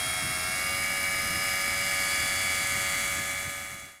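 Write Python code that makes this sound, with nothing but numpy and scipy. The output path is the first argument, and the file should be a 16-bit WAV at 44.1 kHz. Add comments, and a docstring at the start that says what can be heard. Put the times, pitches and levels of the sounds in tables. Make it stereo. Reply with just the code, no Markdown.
"""On gravel beside a trailer, a small electric water pump runs and picks up speed after half a second.
Its motor buzzes on multiples of the shaft rate, and every sixth is the whine of the commutator.
The pump head rattles twice a turn and the brushes hiss as they scrape over the segments.
Light wind touches the slowly moving microphone, and the sound fades out in the last second."""
import sys
import numpy as np
from scipy import signal
from scipy.fft import rfft, irfft
from scipy.io import wavfile
from scipy.ndimage import map_coordinates

SR = 44100
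rng = np.random.default_rng(int(sys.argv[2]) if len(sys.argv) > 2 else 0)


def pcm_store(signal):
    """Save signal as 16-bit PCM."""
    levels = np.round(np.clip(np.atleast_2d(signal), -1, 1) * 32767)
    wavfile.write(sys.argv[1], SR, levels.astype(np.int16).T)


N = 176400

SLOW_HZ, FAST_HZ = 91, 94.3   # shaft rate before and after the speed-up
STROKES_PER_TURN, COMMUTATOR_SEGMENTS = 2, 6
# Panning across the spectrum. Each row: frequency in Hz, left over right in dB.
PAN_BY_HZ = [(90, -3.5), (330, -1), (560, -6.5), (770, -0.5), (1200, -2), (1700, 0), (2250, -5), (2800, 8),
             (3400, -9.5), (4200, -9.5), (5000, -18.5), (6400, -4.5), (8000, -3.5), (9800, 0.5),
             (15000, 0.5)]
# Phase between the ears. Each row: frequency in Hz, lead of the left in radians.
LEAD_BY_HZ = [(100, 0), (330, .5), (560, -1.7), (800, -.7), (1250, -.1), (1700, .1), (2250, 1), (2700, .3),
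              (3350, 2), (4200, -.3), (5000, -1), (6500, .5), (7400, 0), (9500, -.1), (10600, 1.2),
              (11500, 1.8), (12300, 3.1), (13700, 3.2), (15000, 6.2)]


def from_db(db):
    """Decibels to gain."""
    return 10 ** (np.asarray(db) / 20)


def rms_one(x):
    """Scale to an rms of 1."""
    return x / np.sqrt(np.mean(x ** 2) + 1e-20)


def in_time(rows):
    """Draw a curve through (seconds, value) points, sample by sample."""
    return np.interp(np.arange(N) / SR, *np.transpose(rows))


def at_hz(points, hz):
    """Read (Hz, value) points on a log-frequency axis."""
    f, value = np.transpose(points)
    return np.interp(np.log(hz + 1e-9), np.log(f), value)


def drift(rate_hz):
    """A smooth random wander with an rms of 1, rolling off above rate_hz."""
    pole = np.exp(-40 * np.pi * rate_hz / SR)   # runs at a twentieth of the sample rate
    slow = signal.lfilter([1], [1, -2 * pole, pole * pole], rng.standard_normal(N // 20 + 4002))[4000:]
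    return np.interp(np.arange(N) / 20, np.arange(len(slow)), rms_one(slow))


def pan_gains(db):
    """Constant-power gains that put the left db above the right."""
    gains = from_db(np.array([db, -db]) / 2)
    return gains / np.sqrt(np.mean(gains ** 2, axis=0))


def delayed(x, ms):
    """One channel through a changing delay."""
    return map_coordinates(x, [np.arange(N) - ms * SR / 1000], order=3, mode="nearest")


def resonance(f, hz, width_hz):
    """Response of a band-pass applied twice, for steep skirts."""
    return 1 / (1 + 1j * (f * f - hz * hz) / (f * width_hz * np.pi / 2 + 1e-9)) ** 2


def stereo_noise(drive, colour, pan_db=None):
    """Noise pulsed by drive, filtered by colour(f) and spread across the stereo image; rms 1."""
    # Stereo width. Each row: frequency in Hz, likeness of the ears from 0 (wide) to 1 (one source).
    likeness = [(60, .03), (250, 0.41), (550, 0.23), (1300, 0.13), (2500, 1), (3400, 0.39), (5200, 0.072),
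                (7200, 0.23), (8600, 0.13), (9800, 0.41), (11200, 0.38), (12500, 1), (16000, 1)]
    f = np.arange(N // 2 + 1) * SR / N
    mid, side = rfft(rng.standard_normal((2, N)) * drive)
    alike = np.clip(at_hz(likeness, f), 0, 1)
    sign = np.array([[1], [-1]])
    pair = np.sqrt(1 + alike) * mid + sign * np.sqrt(1 - alike) * side
    pan = pan_gains(at_hz(PAN_BY_HZ, f) if pan_db is None else np.array([pan_db]))
    phase = np.exp(.5j * sign * at_hz(LEAD_BY_HZ, f))
    return rms_one(irfft(pair * colour(f) * pan * phase, N))


def shaft_tone(turns, multiple, pan_db, lead_rad):
    """One multiple of the shaft rate, panned, wavering a little in level and phase."""
    waver_db, waver_rad, waver_hz = 1.1, .08, 3.5
    gain = np.sqrt(2) * from_db(waver_db * drift(waver_hz))
    split = .15 * (multiple % 2)   # shifting the odd multiples parts each turn into two pulses
    smear = .021 * multiple ** 2   # the housing smears each pulse in time
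    looseness = .37 * rng.random()   # less scatter makes sharper pulses
    angle = 2 * np.pi * (multiple * turns + split + smear + looseness) + waver_rad * drift(waver_hz)
    left, right = pan_gains(pan_db)
    return gain * np.array([left * np.sin(angle + lead_rad / 2), right * np.sin(angle - lead_rad / 2)])


def motor_buzz(turns, pace):
    """Shaft overtones that change balance with speed, over the once-a-turn throb of its unbalance."""
    # Prominent overtones. Each row: multiple (rounded in use), level in dB when slow, and when fast.
    overtones = [(6,-64,-43.5),(7,-48,-50.5),(8,-48,-50),(12,-51.5,-54),(13,-49.5,-42.5),(14,-47.5,-50.5),(15,-45,-52.5),(16,-56,-48.5),(17,-51.5,-56.5),(19,-48,-68),(20,-50,-47.5),(21,-49,-49),(22,-48,-39.5),(23,-52,-42),(25,-47,-53),(26,-46.5,-61),(31,-72,-53),(34,-62,-47),(35,-59,-55),(38,-49.5,-57),(44,-63,-62),(59,-48,-62),(60,-47,-62),(61,-47,-58),(74,-60,-49),(77.7,-65,-49.5)]
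    # A cluster of four overtones swells and sinks. Each row: time in seconds, level of each in dB.
    cluster_swell = [(0,-58),(.7,-47.5),(1.4,-44),(2.1,-50),(3,-66)]
    comb_db, comb_scatter_db, throb_db = -59.5, 2.5, -61   # a faint comb fills the other multiples
    gains = {k: from_db(comb_db + comb_scatter_db * rng.standard_normal()) for k in range(9, 106)}
    for k, slow_db, fast_db in overtones:
        gains[round(k)] = from_db(slow_db) * (1 - pace) + from_db(fast_db) * pace
    for k in range(52, 56):
        gains[k] = from_db(in_time(cluster_swell))
    whining = range(18, 49, COMMUTATOR_SEGMENTS)   # played by commutator_whine
    tones = sum(gain * shaft_tone(turns, k, at_hz(PAN_BY_HZ, k * FAST_HZ), at_hz(LEAD_BY_HZ, k * FAST_HZ))
                for k, gain in gains.items() if k not in whining)
    return tones + from_db(throb_db) * np.sin(2 * np.pi * turns)


def head_rattle(turns, pace):
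    """Each stroke, strong and weak in turn, sends a dying burst into the resonances of the pump head."""
    # The head's resonances. Each row: pitch in Hz, width in Hz, level in dB when slow, and when fast.
    head_modes = [(744, 195, -49, -50), (1305, 200, -45, -46), (1695, 250, -48, -45.5),
                  (2034, 255, -48.5, -40), (2224, 160, -41.5, -41), (2910, 180, -76, -50.5),
                  (3353, 150, -50, -49.5)]
    # Fader ride on the rattle. Each row: time in seconds, gain in dB.
    ride = [(0, 1.5), (.55, 1.5), (1.1, 1.5), (1.7, 1.5), (2.3, 2), (3.1, 0.5), (4, 3.5)]
    decay_strokes, spread_strokes = .28, .35   # each resonance answers at its own point of the stroke
    floor, limp, scatter_db = .22, .15, 1.3
    rattle = 0
    for hz, width, slow_db, fast_db in head_modes:
        stroke, since = np.divmod(STROKES_PER_TURN * turns + spread_strokes * rng.random(), 1)
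        stroke = stroke.astype(int)
        strength = from_db(scatter_db * rng.standard_normal(N)[stroke]) * (1 + limp * (-1) ** stroke)
        drive = floor + strength * np.exp(-since / decay_strokes)
        gain = from_db(slow_db + (fast_db - slow_db) * pace)
        rattle = rattle + gain * stereo_noise(drive, lambda f: resonance(f, hz, width))
    return from_db(in_time(ride)) * rattle


def microphone_turn(pump):
    """The pump wanders from the left towards the centre as the microphone turns."""
    # Pan move. Each row: time in seconds, left over right in dB.
    pan_move = [(0, 3.5), (.8, 1.5), (1.3, 3.2), (2.2, 1.3), (3, 1.5), (4, 0)]
    # The left ear hears the pump first. Each row: time in seconds, lead in milliseconds.
    left_lead = [(0, 0.046), (1.2, 0.046), (2.2, 0.011), (3.1, 0.0016), (4, 0.065)]
    left = delayed(pump[0], -in_time(left_lead))
    return np.array([left, pump[1]]) * pan_gains(in_time(pan_move))


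def commutator_whine(turns):
    """The strongest tones; each swells, sinks and wanders as the microphone moves through its pattern."""
    # Each row: shaft multiple, left over right in dB (start, end), lead of the left in radians
    # (start, end), level curve as (seconds, dB) points.
    whine_tones = [(18, (4, -1.1), (2.5, -2.44), [(0,-41),(1.5,-38.5),(2.8,-41.5),(3.5,-35.5)]),
                   (24, (5, -7), (1.7, .4), [(0,-33.5),(2,-32.5),(3.5,-36.5)]), (30, (-1.5, 3), (2, -.6),
                   [(0,-45),(.7,-40),(2,-44.5),(3,-50.5)]), (36, (-2, 1), (4.1, -.8),
                   [(0,-32.5),(.4,-32.5),(1.3,-47),(2.1,-41),(3,-44),(3.5,-42.5)]), (42, (-4, -7),
                   (-3, 0.25), [(0,-37),(1.3,-49.5),(3.5,-52)]), (48, (-3, -4), (-.4, -.1),
                   [(0,-49.5),(1.4,-56),(2.1,-42),(3.5,-51)])]
    whine = 0
    for k, pan_db, lead_rad, level in whine_tones:
        tone = shaft_tone(turns, round(k), np.linspace(*pan_db, N), np.linspace(*lead_rad, N))
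        whine = whine + from_db(in_time(level)) * tone
    return whine


def brush_hiss(turns):
    """The brushes catch on the edge of every commutator segment, unevenly and harder on each stroke."""
    # Tone colour of the hiss. Each row: frequency in Hz, relative spectral level in dB.
    colour = [(300, -0.5), (480, -5.5), (1000, -9.5), (2400, -1.5), (2620, -2.5), (2850, 2.5), (3100, -7.5),
              (3900, 0.5), (4200, -0.5), (4600, -4), (5600, -1), (6700, -1.5), (8300, 0), (8900, 0),
              (9800, 1), (10700, 2.5), (11800, 3), (13000, -0.5), (14300, -4), (15200, -6.5), (16000, -28)]
    # Fader ride on the hiss. Each row: time in seconds, gain in dB.
    ride = [(0, 0), (.7, 0.5), (1.4, 2.5), (2.3, 1.5), (3, 1.5), (4, 2)]
    # Treble bands that swell and sink as the microphone moves. Each row: centre in Hz, width in Hz,
    # left over right in dB, level curve as (seconds, dB) points.
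    sheen = [(4913, 300, -45, [(0, -46), (.45, -45), (.8, -48.5), (1.4, -43.5), (2.4, -41), (3, -49.5),
             (4, -81)]), (7560, 1840, 1, [(0, -43), (1.4, -46), (2.2, -38.5), (3, -37), (4, -36)]),
             (9510, 680, 2.5, [(0, -36.5), (.6, -40.5), (1.2, -43.5), (1.7, -46), (2.3, -41), (2.9, -50),
             (4, -55)])]
    hiss_db, scatter_db = -35, 1.24
    scrape_depth, decay_segments, stroke_depth = 1.4, .085, .053
    scrape = 1 + scrape_depth * np.exp(-(COMMUTATOR_SEGMENTS * turns % 1) / decay_segments)
    stroke_push = 1 + stroke_depth * np.sin(2 * np.pi * STROKES_PER_TURN * turns)
    drive = scrape * stroke_push * from_db(scatter_db * drift(rate_hz=270))
    hiss = from_db(hiss_db + in_time(ride)) * stereo_noise(drive, lambda f: from_db(at_hz(colour, f)))
    for hz, width, pan_db, level in sheen:
        hiss += from_db(in_time(level)) * stereo_noise(drive, lambda f: resonance(f, hz, width), pan_db)
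    return hiss


def near_reflections(hiss):
    """Nearby surfaces comb the hiss in each ear, and the comb slides as the microphone moves."""
    # Each row: channel (0 is left), delay in milliseconds at the start, and at the end, gain.
    bounces = [(0, .38, .39, -.24), (0, .67, .71, -.15), (0, 1.79, 1.74, .1), (1, .605, .625, .27),
               (1, 1.79, 1.74, .1)]
    combed = hiss.copy()
    for channel, first_ms, last_ms, gain in bounces:
        combed[channel] += gain * delayed(hiss[channel], np.linspace(first_ms, last_ms, N))
    return combed


def wind():
    """Air on the microphone: short buffets over a lumpy low rumble, mostly different in each ear."""
    # Tone colour of the rumble. Each row: frequency in Hz, relative spectral level in dB.
    colour = [(20, -55), (26, -36), (32, -33), (45, -11), (80, 3), (115, -3.5), (170, -5), (300, -10.5),
              (450, -19.5), (900, -54)]
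    # Buffets. Each row: peak time in seconds, added power in dB relative to the steady breeze.
    buffets = [(.25,5),(.3,4.5),(.72,3.5),(1.26,4.5),(1.31,2.5),(1.37,4),(1.7,-12),(2.24,0),(2.41,-4),(2.77,1),(3.2,5.5),(3.33,1),(3.48,10),(3.61,5.5),(3.74,7.5),(3.85,7.5)]
    breeze_db, lump_db, lump_hz, half_buffet_s = -44, .5, 10, .024
    t = np.arange(N) / SR
    power = 1 + sum(from_db(db) ** 2 * np.exp(-((t - s) / half_buffet_s) ** 2) for s, db in buffets)
    lumps = from_db(lump_db * np.array([drift(lump_hz), drift(lump_hz)]))
    rumble = stereo_noise(lumps, lambda f: from_db(at_hz(colour, f)))
    return from_db(breeze_db) * np.sqrt(power) * rumble


def scene():
    """One shaft drives the buzz, the rattle, the whine and the hiss; the wind blows over them."""
    # The shaft speeds up. Each row: time in seconds, turns per second.
    shaft_speed = [(0.0, 90.5), (0.13, 91.0), (0.29, 90.8), (0.32, 91.3), (0.44, 90.7), (0.52, 91.5),
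                   (0.58, 92.5), (0.87, 94.4), (0.95, 94.2), (1.05, 94.7), (1.93, 94.6), (2.0, 94.2),
                   (2.15, 94.6), (3.14, 94.3), (3.46, 94.8), (3.49, 94.5), (3.95, 94.1), (4.0, 94.5)]
    speed = in_time(shaft_speed)
    pace = np.clip((speed - SLOW_HZ) / (FAST_HZ - SLOW_HZ), 0, 1)   # 0 is slow, 1 is fast
    flutter = 1 + .0007 * drift(rate_hz=14)
    turns = np.cumsum(speed * flutter) / SR
    pump = microphone_turn(motor_buzz(turns, pace) + head_rattle(turns, pace))
    return pump + commutator_whine(turns) + near_reflections(brush_hiss(turns)) + wind()


def record(dry):
    """A straight fade-out over the last second, and a steep cut of the very top."""
    fade_start_s, fade_end_s, cutoff_hz = 3.0, 4.035, 16000
    faded = dry * in_time([(fade_start_s, 1), (fade_end_s, 0)])
    return signal.sosfilt(signal.ellip(10, .1, 80, cutoff_hz, fs=SR, output="sos"), faded)


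dry = scene()
out = record(dry)
pcm_store(out)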